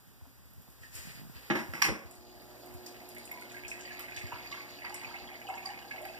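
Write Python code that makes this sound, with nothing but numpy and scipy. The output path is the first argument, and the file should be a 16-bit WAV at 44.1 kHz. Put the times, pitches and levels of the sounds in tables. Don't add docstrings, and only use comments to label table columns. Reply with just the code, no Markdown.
import sys
import numpy as np
from scipy import signal
from scipy.fft import rfft, irfft, next_fast_len
from scipy.io import wavfile
from scipy.ndimage import uniform_filter1d

SR = 44100
rng = np.random.default_rng(int(sys.argv[2]) if len(sys.argv) > 2 else 0)


def unload_wav(signal):
    wavfile.write(
        sys.argv[1],
        SR,
        np.round(np.clip(np.atleast_2d(signal).T, -1, 1) * 32767).astype(np.int16),
    )


def rack_gain(trim_db):
    fader = np.asarray(trim_db, float)
    return 10 ** (fader / 20)


N = 272979
SIZE = next_fast_len(N + SR)
FREQS = np.maximum(np.fft.rfftfreq(SIZE, 1 / SR), 1)

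# time in seconds, hiss in dB.
HISS_LEVEL = [(0, -68.5), (.5, -68.5), (.95, -65.5), (1.7, -61), (2.0, -67), (2.25, -68.5), (2.6, -64),
              (5.05, -64.5), (5.3, -65.5), (6.19, -63.5)]


def rms_one(x):
    return x / np.sqrt(np.mean(x ** 2) + 1e-20)


def in_time(rows, quiet=-120):
    s, *columns = np.transpose(rows)
    return [np.interp(np.arange(N) / SR, s, column, quiet, quiet) for column in columns]


def at_hz(points, hz=FREQS):
    point_hz, value = np.transpose(points)
    return np.interp(np.log(hz), np.log(point_hz), value)


def colour(x, db_points):
    below = np.log2(db_points[0][0] / FREQS)
    above = np.log2(FREQS / db_points[-1][0])
    beyond = np.maximum(0, np.maximum(below, above))
    return irfft(rfft(x, SIZE) * rack_gain(at_hz(db_points) - 25.0 * beyond), SIZE)[..., :N]


def drift(rate):
    r = np.exp(-80 * np.pi * rate / SR)
    slow = signal.lfilter([1], [1, -2 * r, r * r], rng.standard_normal(N // 40 + 2002))[2000:]
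    return np.interp(np.arange(N) / 40, np.arange(len(slow)), rms_one(slow))


def diffuse(excite):
    side = signal.lfilter(*signal.butter(2, 650, "high", fs=SR), excite[1])
    return np.array([excite[0] + side, excite[0] - side]) / np.sqrt(2)


def noise(spectrum, patchy_db=0., rate=10.):
    return rms_one(colour(diffuse(rng.standard_normal((2, N))), spectrum)) * rack_gain(patchy_db * drift(rate))


def kitchen(x, wet_db):
    # frequency in Hz, t60 in seconds.
    room = [(150, 0.42), (600, 0.52), (2000, 0.18), (5000, 0.28), (12000, 0.098)]
    # frequency in Hz, level in dB.
    near_left = [(250, 9), (700, -10), (15000, -91)]
    t, tail = np.arange(SR // 2) / SR, np.zeros((2, N))
    onset = np.clip(t / 0.0017 - .3, 0, 1)
    for hz, t60 in room:
        band = signal.butter(1, [hz / 1.9, min(hz * 1.9, .45 * SR)], "band", fs=SR, output="sos")
        dying = signal.sosfilt(band, rng.standard_normal((2, SR // 2))) * rack_gain(-60 * t / t60)
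        tail[:, :SR // 2] += dying * onset
    tail = diffuse(tail)
    tail = tail / np.sqrt(np.sum(tail ** 2) / 2)
    paths = rack_gain([at_hz(near_left), 0 * FREQS]) + rack_gain(wet_db) * rfft(tail, SIZE)
    return irfft(rfft(x, SIZE) * paths, SIZE)[:, :N]


def whine():
    # time in seconds, pitch in Hz.
    whistle = [(0, 12900), (.27, 12800), (.33, 12500), (.55, 12750), (.8, 12800), (1.0, 13000),
               (2.25, 13000), (2.36, 13500), (2.45, 13400), (2.58, 13000), (6.19, 12930)]
    # time in seconds, pitch in Hz, level in dB against the whistle.
    partner = [(.45, 12400, -33), (.6, 11900, 4), (.76, 11950, 6), (.85, 11900, -30), (2.3, 12900, -30),
               (2.36, 12800, 4), (2.45, 12700, 6), (2.6, 12400, -3), (2.7, 12100, -30)]
    (hz,), (low_hz, low_db) = in_time(whistle), in_time(partner)
    slow = signal.lfilter(*signal.butter(2, 110, fs=SR), rng.standard_normal((2, 2, N)))
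    slow = rms_one(slow) * rack_gain(2.5 * drift(3.0))
    turn, low_turn = 2 * np.pi * np.cumsum(hz) / SR, 2 * np.pi * np.cumsum(low_hz) / SR
    upper = slow[0] * np.cos(turn) + slow[1] * np.sin(turn)
    lower = slow[1] * np.cos(low_turn) + slow[0, ::-1] * np.sin(low_turn)
    return upper + rack_gain(low_db) * lower


def hiss():
    # frequency in Hz, density in dB per Hz.
    spectrum = [(60, -6), (500, 1), (4000, -3.5), (10500, -7), (12600, 0), (13300, -6), (15700, -0.5)]
    (hiss_db,) = in_time(HISS_LEVEL)
    level = rack_gain(hiss_db + 5.0) * rack_gain(0.34 * drift(7.2))
    return level * (rms_one(colour(rng.standard_normal((2, N)), spectrum)) + rack_gain(-12.5) * whine())


def air():
    # frequency in Hz, density in dB per Hz.
    spectrum = [(40, 7), (70, -54), (250, 0), (500, -8.5), (1300, -13), (1900, -10.5), (2600, -17.5),
                (3800, -50), (4800, -11.5), (6000, -56), (9000, -79)]
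    (hiss_db,) = in_time(HISS_LEVEL)
    return rack_gain(hiss_db + 3) * noise(spectrum, patchy_db=0.24, rate=7.8)


def compressor():
    # frequency in Hz, level in dB rms.
    mains = [(59.5, -59), (119.95, -58.5)]
    t = np.arange(N) / SR
    lines = sum(rack_gain(db + 2 * drift(5.4)) * np.sin(2 * np.pi * hz * t) for hz, db in mains)
    return rack_gain(1.1 * (in_time(HISS_LEVEL)[0] + 65.5)) * lines


def clicks():
    # start in seconds, peak in dB.
    taps = [(.213, -39), (.2545, -39), (.2585, -46), (0.263, -39), (.679, -40)]
    out, t = np.zeros(N + 400), np.arange(400) / SR
    swing = np.sin(2 * np.pi * 855 * t) * np.exp(-t / 0.00069)
    for s, peak_db in taps:
        out[round(s * SR):][:400] -= rack_gain(peak_db - 4.0) * swing
    return out[:N] * np.array([[.4], [1]])


def grip():
    # start in seconds, peak in dB.
    jolts = [(0.22, -34), (0.686, -43.5), (0.812, -38), (0.9, -42), (0.95, -34.5), (0.987, -35.5),
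             (1.052, -41), (1.072, -36.5), (1.084, -42), (1.098, -41), (1.117, -51), (1.148, -42),
             (1.174, -40), (1.196, -40), (1.216, -37), (1.235, -39), (1.25, -39.5), (1.268, -38.5),
             (1.297, -37), (1.356, -33.5), (1.689, -27), (1.891, -22), (2.048, -35), (2.181, -42),
             (2.746, -31), (4.167, -38), (4.238, -26.5), (4.331, -33), (5.069, -41)]
    out, t = np.zeros(N + 4000), np.arange(4000) / SR
    fall = .006 * (1 - np.exp(-t / .005))
    snap = rack_gain(-5) * np.sin(2 * np.pi * 700 * t) * np.exp(-t / 0.0011)
    for (s, peak_db), pick in zip(jolts, rng.random(len(jolts))):
        slipping = 1.04 < s < 1.31 or .6 < s < .7
        hz, last_s, rise_s = (119, 0.016, 0.00026) if slipping else (62 + 30 * pick, .02, .003)
        thump = np.sin(2 * np.pi * hz * (t + fall)) * np.exp(-t / last_s) * (1 - np.exp(-t / rise_s))
        thump += slipping * snap
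        out[round(s * SR):][:4000] += rack_gain(peak_db - 0.5) * thump
    rumble = rms_one(colour(rng.standard_normal(N), [(55, -15.5), (110, -26.5), (220, -28.0)]))
    rumble = rack_gain(-57.0 + 2.0 * drift(7.3)) * rumble
    return (out[:N] + rumble) * np.array([[.25], [1]])


def bubbles():
    # start in seconds, peak in dB, pitch in Hz.
    spits = [(2.11, -45.5, 8300), (2.151, -51, 8900), (2.418, -53, 12810), (2.659, -55, 12000),
             (2.66, -50, 14300), (2.738, -47, 11300), (2.864, -48, 13500), (2.862, -42, 6100),
             (3.088, -42.5, 10100), (3.147, -46.5, 11400), (3.182, -46, 9500), (3.253, -41, 9100),
             (3.314, -41, 13500), (3.41, -47, 7600), (3.517, -46, 6850), (3.68, -39, 6800),
             (3.703, -41, 6900), (3.793, -49, 6400), (3.808, -43.5, 5560), (3.994, -38.5, 13700),
             (3.994, -53, 10100), (4.005, -44, 13000), (4.163, -47.5, 7100), (4.47, -68, 5860),
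             (4.515, -52, 5650), (4.267, -49, 5700), (4.164, -41, 5670), (4.189, -45, 7400),
             (4.893, -50, 8000), (4.942, -35.5, 8500), (5.486, -49.5, 7240), (5.552, -48, 6400),
             (5.654, -43.5, 6650), (6.017, -47.5, 9900), (6.053, -45, 12300)]
    # start in seconds, peak in dB, pitch in Hz.
    creaks = [(.454, -60, 12600), (.504, -60, 12000), (.534, -53, 13900), (.617, -52, 13000),
              (.7, -54, 12500), (.942, -51, 11000), (.952, -38, 8800)]
    # start in seconds, peak in dB.
    burst_rows = [(3.165, -33), (3.312, -31), (3.419, -34), (3.567, -33), (3.717, -33), (3.857, -45),
                  (3.918, -36), (4.002, -37), (4.171, -35), (4.217, -31), (4.269, -42), (4.325, -45),
                  (4.387, -35), (4.435, -50), (4.524, -31), (4.575, -39), (4.849, -31), (4.866, -29),
                  (4.943, -35), (4.976, -33), (5.032, -34), (5.047, -31), (5.14, -30), (5.158, -42),
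                  (5.21, -40), (5.498, -30.5), (5.575, -34), (5.667, -31), (5.774, -41), (5.909, -25),
                  (5.978, -32), (6.05, -33)]
    # start in seconds, peak in dB, pitch in Hz.
    pops = [(3.5004, -51, 3600), (3.6501, -48, 3200), (3.6506, -40.5, 2510), (3.7166, -34, 2560),
            (3.8087, -42.5, 2700), (3.9943, -51, 2450), (4.0068, -42, 2630), (4.0162, -47, 2540),
            (4.1385, -53, 2700), (4.174, -46, 3440), (4.1732, -31.5, 2580), (4.2178, -42, 2550),
            (4.3176, -39.5, 2680), (4.3344, -55, 2500), (4.5276, -36.5, 2660), (4.558, -49, 3270),
            (4.851, -42, 2670), (5.0394, -41, 2500), (5.0482, -37, 2520), (5.091, -47, 3180),
            (5.1619, -37.5, 2600), (5.22, -51, 2700), (5.2762, -44, 3170), (5.4704, -47, 2960),
            (5.4798, -40, 2590), (5.5026, -43.5, 2710), (5.5657, -43, 2690), (5.5772, -40, 2540),
            (5.6351, -55, 2900), (5.6445, -51, 2640), (5.9189, -41, 2560), (5.9687, -54, 2510),
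            (6.09, -42, 2590), (6.17, -46, 2640)]
    scatter = rng.standard_normal(len(burst_rows))
    bursts = [(s, db, 2150 * (1 + 0.015 * u)) for (s, db), u in zip(burst_rows, scatter)]
    early_pops = [(s - .003, db + 3.5, hz) for s, db, hz in pops]
    return list(spits) + list(creaks) + bursts + early_pops


def drops():
    # start in seconds, peak in dB, pitch in Hz.
    ticks = [(.262, -54, 254), (.832, -34.5, 1830), (1.502, -20, 332), (1.503, -27, 209),
             (1.53, -27.5, 248), (1.898, -32, 246), (1.508, -37, 355), (1.553, -27, 348), (1.59, -33, 224),
             (1.884, -36.5, 387), (1.889, -30, 293), (1.905, -43, 340), (1.905, -32.5, 192),
             (1.737, -37.5, 1390), (1.819, -29, 1533), (1.82, -21, 2530), (1.82, -21, 2150),
             (1.51, -38, 305), (3.36, -53, 210)]
    # start in seconds, peak
    # in dB, pitch in Hz.
    splashes = [(3.163, -51, 2400), (3.329, -57, 990), (3.5, -49, 3560), (3.996, -43, 1510),
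                (3.992, -43.5, 3100), (3.992, -50, 5140), (3.995, -58, 7000), (4.32, -43, 1400),
                (4.34, -46, 1010), (4.355, -43.5, 1260), (4.4, -52, 1140), (4.542, -42, 1280),
                (4.846, -38.5, 1360), (4.862, -48, 1850), (4.901, -44.5, 1130), (4.944, -42, 1740),
                (4.974, -57, 1900), (5.032, -46.5, 1400), (5.109, -46, 1250), (5.149, -49, 1610),
                (5.539, -43, 1700), (5.719, -51, 2020), (5.959, -44, 2190), (6.049, -40, 1700),
                (4.162, -41, 3020), (4.514, -40, 3220), (4.84, -55, 1000), (4.43, -49, 3000),
                (5.91, -57, 2500), (4.319, -38, 900), (5.487, -39, 800), (5.94, -45.5, 750),
                (6.0, -46, 700), (1.884, -32.5, 430), (1.897, -35, 330)]
    out, t = np.zeros(N + 4000), np.arange(4000) / SR
    rows = [(*row, row[2] > 5500) for row in bubbles() + list(ticks)]
    rows += [(*row, True) for row in splashes]
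    spatter = rng.standard_normal((len(rows), 4000))
    for (s, peak_db, hz, broad), white in zip(rows, spatter):
        tone = np.sin(2 * np.pi * hz * t * (1 + 1.1 * t))
        wide, rough, rise_cycles = (1.5, .85, 2.6) if broad else (1.08, .4, 3.7)
        r = np.exp(-np.pi * hz * (wide - 1 / wide) / SR)
        band = [1, 0.0098, -1], [1, -2 * r * np.cos(2 * np.pi * hz / SR), r * r]
        spray = rms_one(signal.lfilter(*band, signal.lfilter(*band, white)))
        wave = (1 - rough) * tone + rough * spray
        t60 = 0.016 + 22 / hz
        shape = rack_gain(-60 * t / t60) * (1 - np.exp(-t / (0.00071 + rise_cycles / hz)))
        out[round(s * SR):][:4000] += rack_gain(peak_db + 7.0) * wave * shape
    return out[:N]


def swish():
    # start in seconds, length in seconds, brush in dB, rasp in dB.
    sweeps = [(0.78, 0.13, -64, -58), (0.906, 0.25, -52.5, -49.5), (1.315, 0.13, -56.5, -79)]
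    # frequency in Hz, density in dB per Hz.
    cloth = [(300, -3), (1100, -10.5), (1500, -5), (1900, 5), (2800, -2.5), (3600, -10), (4800, -0.5),
             (6000, -29), (9000, -40)]
    # frequency in Hz, density in dB per Hz.
    rasp_spectrum = [(5000, -2), (7500, 0), (11000, -5), (16000, -4)]
    t, brush, rasp = np.arange(N) / SR, 0, 0
    for s, length, brush_db, rasp_db in sweeps:
        along = np.clip((t - s) / length, 0, 1)
        rise = np.clip((t - s) / 0.055, 0, 1)
        fall = np.clip((s + length - t) / 0.16 + 1, 0, 1)
        gate = (rise * fall) ** 2
        brush = brush + gate * rack_gain(brush_db - 5 * along)
        rasp = rasp + gate * rack_gain(rasp_db - 18.5 * along ** .5)
    brushing = rack_gain(4.5) * brush * noise(cloth, patchy_db=-2.3, rate=14.0)
    return brushing + rack_gain(8.5) * rasp * noise(rasp_spectrum)


def knocks():
    # start in seconds, peak in dB, brightness from 0 to 1, t60 in seconds.
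    blows = [(1.5, -12, 0.02, 0.11), (1.551, -18.5, 0.26, 0.24), (1.589, -36.5, 0.9, 0.19),
             (1.735, -17.5, 0.42, 0.037), (1.744, -31, 0.51, 1), (1.818, -5.5, 1, 0.042),
             (1.822, -2.5, 0.97, 0.017), (1.844, -14, 0.82, 0.14), (1.864, -27.5, 0, 0.086),
             (1.884, -14.5, 0.1, 0.04), (1.909, -56, 0.1, 0.11)]
    # frequency in Hz, density in dB per Hz.
    hollow = [(150, -7), (240, -8), (340, -3.5), (430, -13.5), (800, -10), (1400, -10.5), (2100, -5.5),
              (3000, -21), (6000, -32)]
    # frequency in Hz, density in dB per Hz.
    crack_spectrum = [(500, -30), (750, -10), (1100, -3.5), (1500, -8.5), (2100, 7.5), (2800, -5),
                      (3800, -18), (5200, -4), (6500, -15), (8000, -15), (15500, -18.5)]
    white, after = rng.standard_normal((2, N)), np.arange(SR // 2) / SR
    crack, body = rms_one(colour(white[0], crack_spectrum)), rms_one(colour(white[1], hollow))
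    out = np.zeros(N)
    for s, peak_db, bright, t60 in blows:
        span = slice(round(s * SR), round(s * SR) + SR // 2)
        bright = np.clip(bright, 0, 1)
        snap = crack[span] * (1 - np.exp(-after / 0.0013)) * rack_gain(-60 * after / (0.82 * t60))
        boom = body[span] * (1 - np.exp(-after / 0.0016)) * rack_gain(-60 * after / t60)
        out[span] += rack_gain(peak_db - 8.0) * (bright * snap + (1 - bright) * boom)
    return out


def gulps():
    # start in seconds, peak in dB, pitch in Hz.
    rings = [(1.821, -26, 5700), (1.82, -27, 4700), (1.84, -28.5, 4400)]
    # start in seconds, peak in dB.
    pings = [(2.863, -37), (3.115, -45), (3.854, -41), (4.002, -46), (4.267, -46), (4.382, -45.5),
             (4.471, -41), (4.516, -42.5), (4.789, -43.5), (4.846, -41), (4.895, -41), (4.995, -39.5),
             (5.357, -52), (5.537, -47.5), (5.658, -26), (5.672, -38), (5.788, -51), (5.838, -59),
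             (6.052, -50), (6.093, -52), (3.977, -55), (4.162, -44), (4.584, -52), (4.768, -47.5),
             (5.069, -49), (5.1, -52), (5.184, -50), (5.69, -44), (5.8, -57), (6.043, -48)]
    # start in seconds, peak in dB, pitch in Hz.
    gulp_rows = [(3.327, -50, 990), (3.3539, -43.5, 1000), (3.418, -43.5, 1456), (3.5433, -42.5, 1620),
                 (3.7357, -52, 1660), (3.797, -45, 1620), (3.9085, -37.5, 1740), (3.9925, -43, 1200),
                 (4.2046, -62, 1370), (4.2322, -52, 1210), (4.2749, -46, 1666), (4.3206, -41.5, 973),
                 (4.517, -43.5, 1143), (4.5772, -47, 1120), (4.6301, -63, 1050), (4.672, -54, 1100),
                 (4.8439, -46, 970), (4.9264, -52, 990), (4.9496, -51, 1090), (4.9814, -57, 965),
                 (5.0277, -56, 1135), (5.0788, -51, 920), (5.1005, -46, 963), (5.39, -53, 1690),
                 (5.4696, -60, 975), (5.501, -47, 977), (5.5466, -42, 945), (5.6525, -45, 1117),
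                 (5.713, -51.5, 970), (5.7723, -59, 890), (5.91, -39, 1690), (6.0525, -50, 1670)]
    # start in seconds, peak in dB, pitch in Hz.
    glugs = [(4.234, -58, 720), (4.321, -48, 763), (4.388, -61, 706), (4.837, -60, 760), (4.894, -44, 790),
             (4.925, -44, 863), (5.024, -47, 895), (5.042, -49, 750), (5.101, -60, 810), (5.132, -49, 735),
             (5.15, -49, 795), (5.199, -50, 790), (5.249, -49, 800), (5.32, -47.5, 760), (5.388, -51, 644),
             (5.447, -45.5, 800), (5.491, -29.5, 755), (5.527, -44, 804), (5.552, -51, 806),
             (5.589, -48, 678), (5.624, -50, 810), (5.658, -42, 760), (5.676, -38.5, 746),
             (5.697, -39.5, 820), (5.736, -50, 776), (5.784, -50, 748), (5.831, -52.5, 676),
             (5.846, -47.5, 784), (5.862, -47.5, 783), (5.942, -38.5, 741), (5.992, -44, 642),
             (6.013, -40, 611), (6.028, -38.5, 652), (6.054, -42, 773), (6.098, -41, 655),
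             (6.151, -47, 767)]
    out, t = np.zeros(N + 4000), np.arange(4000) / SR
    rows = [(s, db - 0.5, hz) for s, db, hz in gulp_rows]
    rows += [(s, db - 3.0, hz) for s, db, hz in glugs]
    rows += [(s, db - 2.0, hz) for s, db, hz in rings]
    scatter = rng.standard_normal(len(pings))
    rows += [(s, db - 6.0, 4825 * (1 + 0.011 * u)) for (s, db), u in zip(pings, scatter)]
    flutter = signal.lfilter([1], [1, -1.96, .9604], rng.standard_normal((len(rows), 4000)))
    for (s, peak_db, hz), slow in zip(rows, flutter):
        closing = np.maximum(t - 0.0029 - 11.3 / hz, 0)
        shape = (1 - np.exp(-t / 0.0012)) ** 2 * rack_gain(-60 * closing / 0.011)
        tone = np.sin(2 * np.pi * hz * t * (.98 + 0.86 * t)) * (1 + .3 * rms_one(slow))
        out[round((s - 4 / hz) * SR):][:4000] += rack_gain(peak_db) * shape * tone
    return out[:N]


def valve():
    # time in seconds, level in dB.
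    coil = [(1.9, -93), (2.05, -63), (2.7, -57), (4.5, -58), (6.19, -58)]
    # multiple of 120 Hz, level in dB.
    harmonics = [(2, -5.5), (3, 3), (4, -8.5), (5, -12.5), (6, -7.5), (7, -7), (8, -15.5), (10, -22)]
    turn, (valve_db,) = 2 * np.pi * 119.95 * np.arange(N) / SR, in_time(coil)
    buzz = 0
    for k, db in harmonics:
        level = rack_gain(db + 0.5 + 2.33 * drift(4.8))
        buzz = buzz + level * np.sin(k * turn + rng.uniform(0, 7.46) + 0.53 * drift(6.0))
    rattle = noise([(180, 1.5), (300, 8.0), (450, -3.0), (700, 6.0), (1000, -28.0)])
    rattle = rattle * (1 + 0.17 * np.sin(2 * turn))
    return rack_gain(valve_db) * (buzz + rack_gain(2.0) * rattle)


def grains(per_s, low_hz, high_hz, cycles, spread_db, count=8):
    sizes = rack_gain(spread_db * np.minimum(rng.exponential(1, N), 2.8)) * rng.choice([-1, 1], N)
    born = rng.random(N) < per_s * rack_gain(3 * drift(8)) / SR
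    dealt, out = rng.integers(0, count, N), np.zeros(N)
    for k, hz in enumerate(np.geomspace(low_hz, high_hz, count)):
        r, w = rack_gain(-60 * hz / (cycles * SR)), 2 * np.pi * hz / SR
        struck = sizes * born * (dealt == k) + 1e-18
        out += signal.lfilter([0, np.sin(w)], [1, -2 * r * np.cos(w), r * r], struck)
    return rms_one(out)


def grown(shallow_db, deep_db, halfway_s, growth_s, share):
    # time in seconds, level in dB.
    churn = [(2.06, 0.5), (2.16, -1.5), (2.4, 0), (2.9, 0), (3.31, 1), (3.54, 0), (3.77, 3), (4.43, 2.5),
             (4.61, 3), (4.83, -0.5), (5.0, 2), (5.15, 1.5), (5.29, -1.5), (5.5, -1.5), (5.66, 2.5),
             (5.98, -2), (6.19, -0.5)]
    (churn_db,), t = in_time(churn), np.arange(N) / SR
    deepened = 1 / (1 + np.exp((halfway_s - t) / max(growth_s, .01)))
    return shallow_db + (deep_db - shallow_db) * deepened + share * churn_db


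def jet():
    # frequency in Hz, density in dB per Hz.
    spray = [(2800, -6), (4200, 2.5), (4800, 8.5), (5400, -7.5), (7000, 1.5), (10000, -99), (15500, -17)]
    # frequency in Hz, density in dB per Hz.
    froth = [(1200, -29.5), (1700, -4.5), (2150, 2), (2600, -4), (3400, -15.5), (4200, -13.5)]
    # frequency in Hz, density in dB per Hz.
    gurgle = [(150, -0.5), (300, 10), (450, -27), (750, -6), (1100, 0), (1600, -1.5)]
    spray_db = grown(shallow_db=-59.5, deep_db=-53, halfway_s=4.5, growth_s=0.5, share=1.74)
    froth_db = grown(shallow_db=-79, deep_db=-56, halfway_s=2.5, growth_s=0.54, share=1.2)
    gurgle_db = grown(shallow_db=-56.5, deep_db=-51, halfway_s=5, growth_s=-2, share=1.66)
    fizz = rms_one(colour(grains(900, 3300, 12700, cycles=6.0, spread_db=12.5), spray))
    foam = rms_one(colour(grains(140, 1000, 3420, cycles=35.0, spread_db=3.8, count=16), froth))
    glug = rms_one(colour(grains(250, 550, 1300, cycles=14., spread_db=2.8), gurgle))
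    near = rack_gain(spray_db - 7.0) * fizz + rack_gain(froth_db + 1.5) * foam + rack_gain(gurgle_db - 11.0) * glug
    wash = rack_gain(spray_db - 14.5) * noise(spray, patchy_db=3.0, rate=9.8)
    wash += rack_gain(froth_db - 3) * noise(froth, patchy_db=2.0, rate=9.)
    wash += rack_gain(gurgle_db - 24.0) * noise(gurgle, patchy_db=-5.0, rate=4.1)
    return near, wash


def scene():
    near, wash = jet()
    water = kitchen(near + drops(), wet_db=-3.5) + wash
    notes = gulps()
    high_notes = signal.lfilter(*signal.butter(2, 3500, "high", fs=SR), notes + 1e-18)
    beam = rack_gain(3) * high_notes * [[0], [1]]
    blows = kitchen(knocks() + notes, wet_db=-6.5) + beam
    return water + blows + air() + swish() + compressor() + valve() + grip() + clicks()


def joint_stereo(x, below_db, quiet_db):
    spectra = signal.stft([x[0] + x[1], x[0] - x[1]], nperseg=2048)[2]
    power = uniform_filter1d(abs(spectra) ** 2, size=6, axis=1)
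    kept = (power > rack_gain(2 * below_db) * power[::-1]) | (power > rack_gain(2 * quiet_db))
    kept[:, :53] = True
    total, apart = signal.istft(spectra * kept, nperseg=2048)[1][:, :N]
    return np.array([total + apart, total - apart]) / 2


def top_cut(x):
    return signal.sosfilt(signal.butter(12, 16620, fs=SR, output="sos"), x)


def record(dry):
    # frequency in Hz, level in dB.
    lean = [(250, -3), (600, -6.5), (15000, 2)]
    # frequency in Hz, level in dB.
    balance = [(60, 7), (125, 3.5), (250, 0.5), (4700, 0), (5500, 4), (9500, 8), (12000, -7), (15500, -5.5)]
    ports = rfft(dry + hiss(), SIZE) * rack_gain([at_hz(lean), 0 * FREQS])
    lag_s = 20.4 / 44100
    cross = np.exp(-2j * np.pi * FREQS * lag_s) / np.sqrt(1 + (FREQS / 8000) ** 10)
    half_db = at_hz(balance) / 2
    both = (ports - 0.68 * cross * ports[::-1]) * rack_gain([half_db, -half_db])
    both = both / np.sqrt(1 + (48 / FREQS) ** 6) * (FREQS < 15530)
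    mix = joint_stereo(irfft(both, SIZE)[:, :N], below_db=-8.5, quiet_db=-77)
    return top_cut(mix)


dry = scene()
out = record(dry)
unload_wav(out)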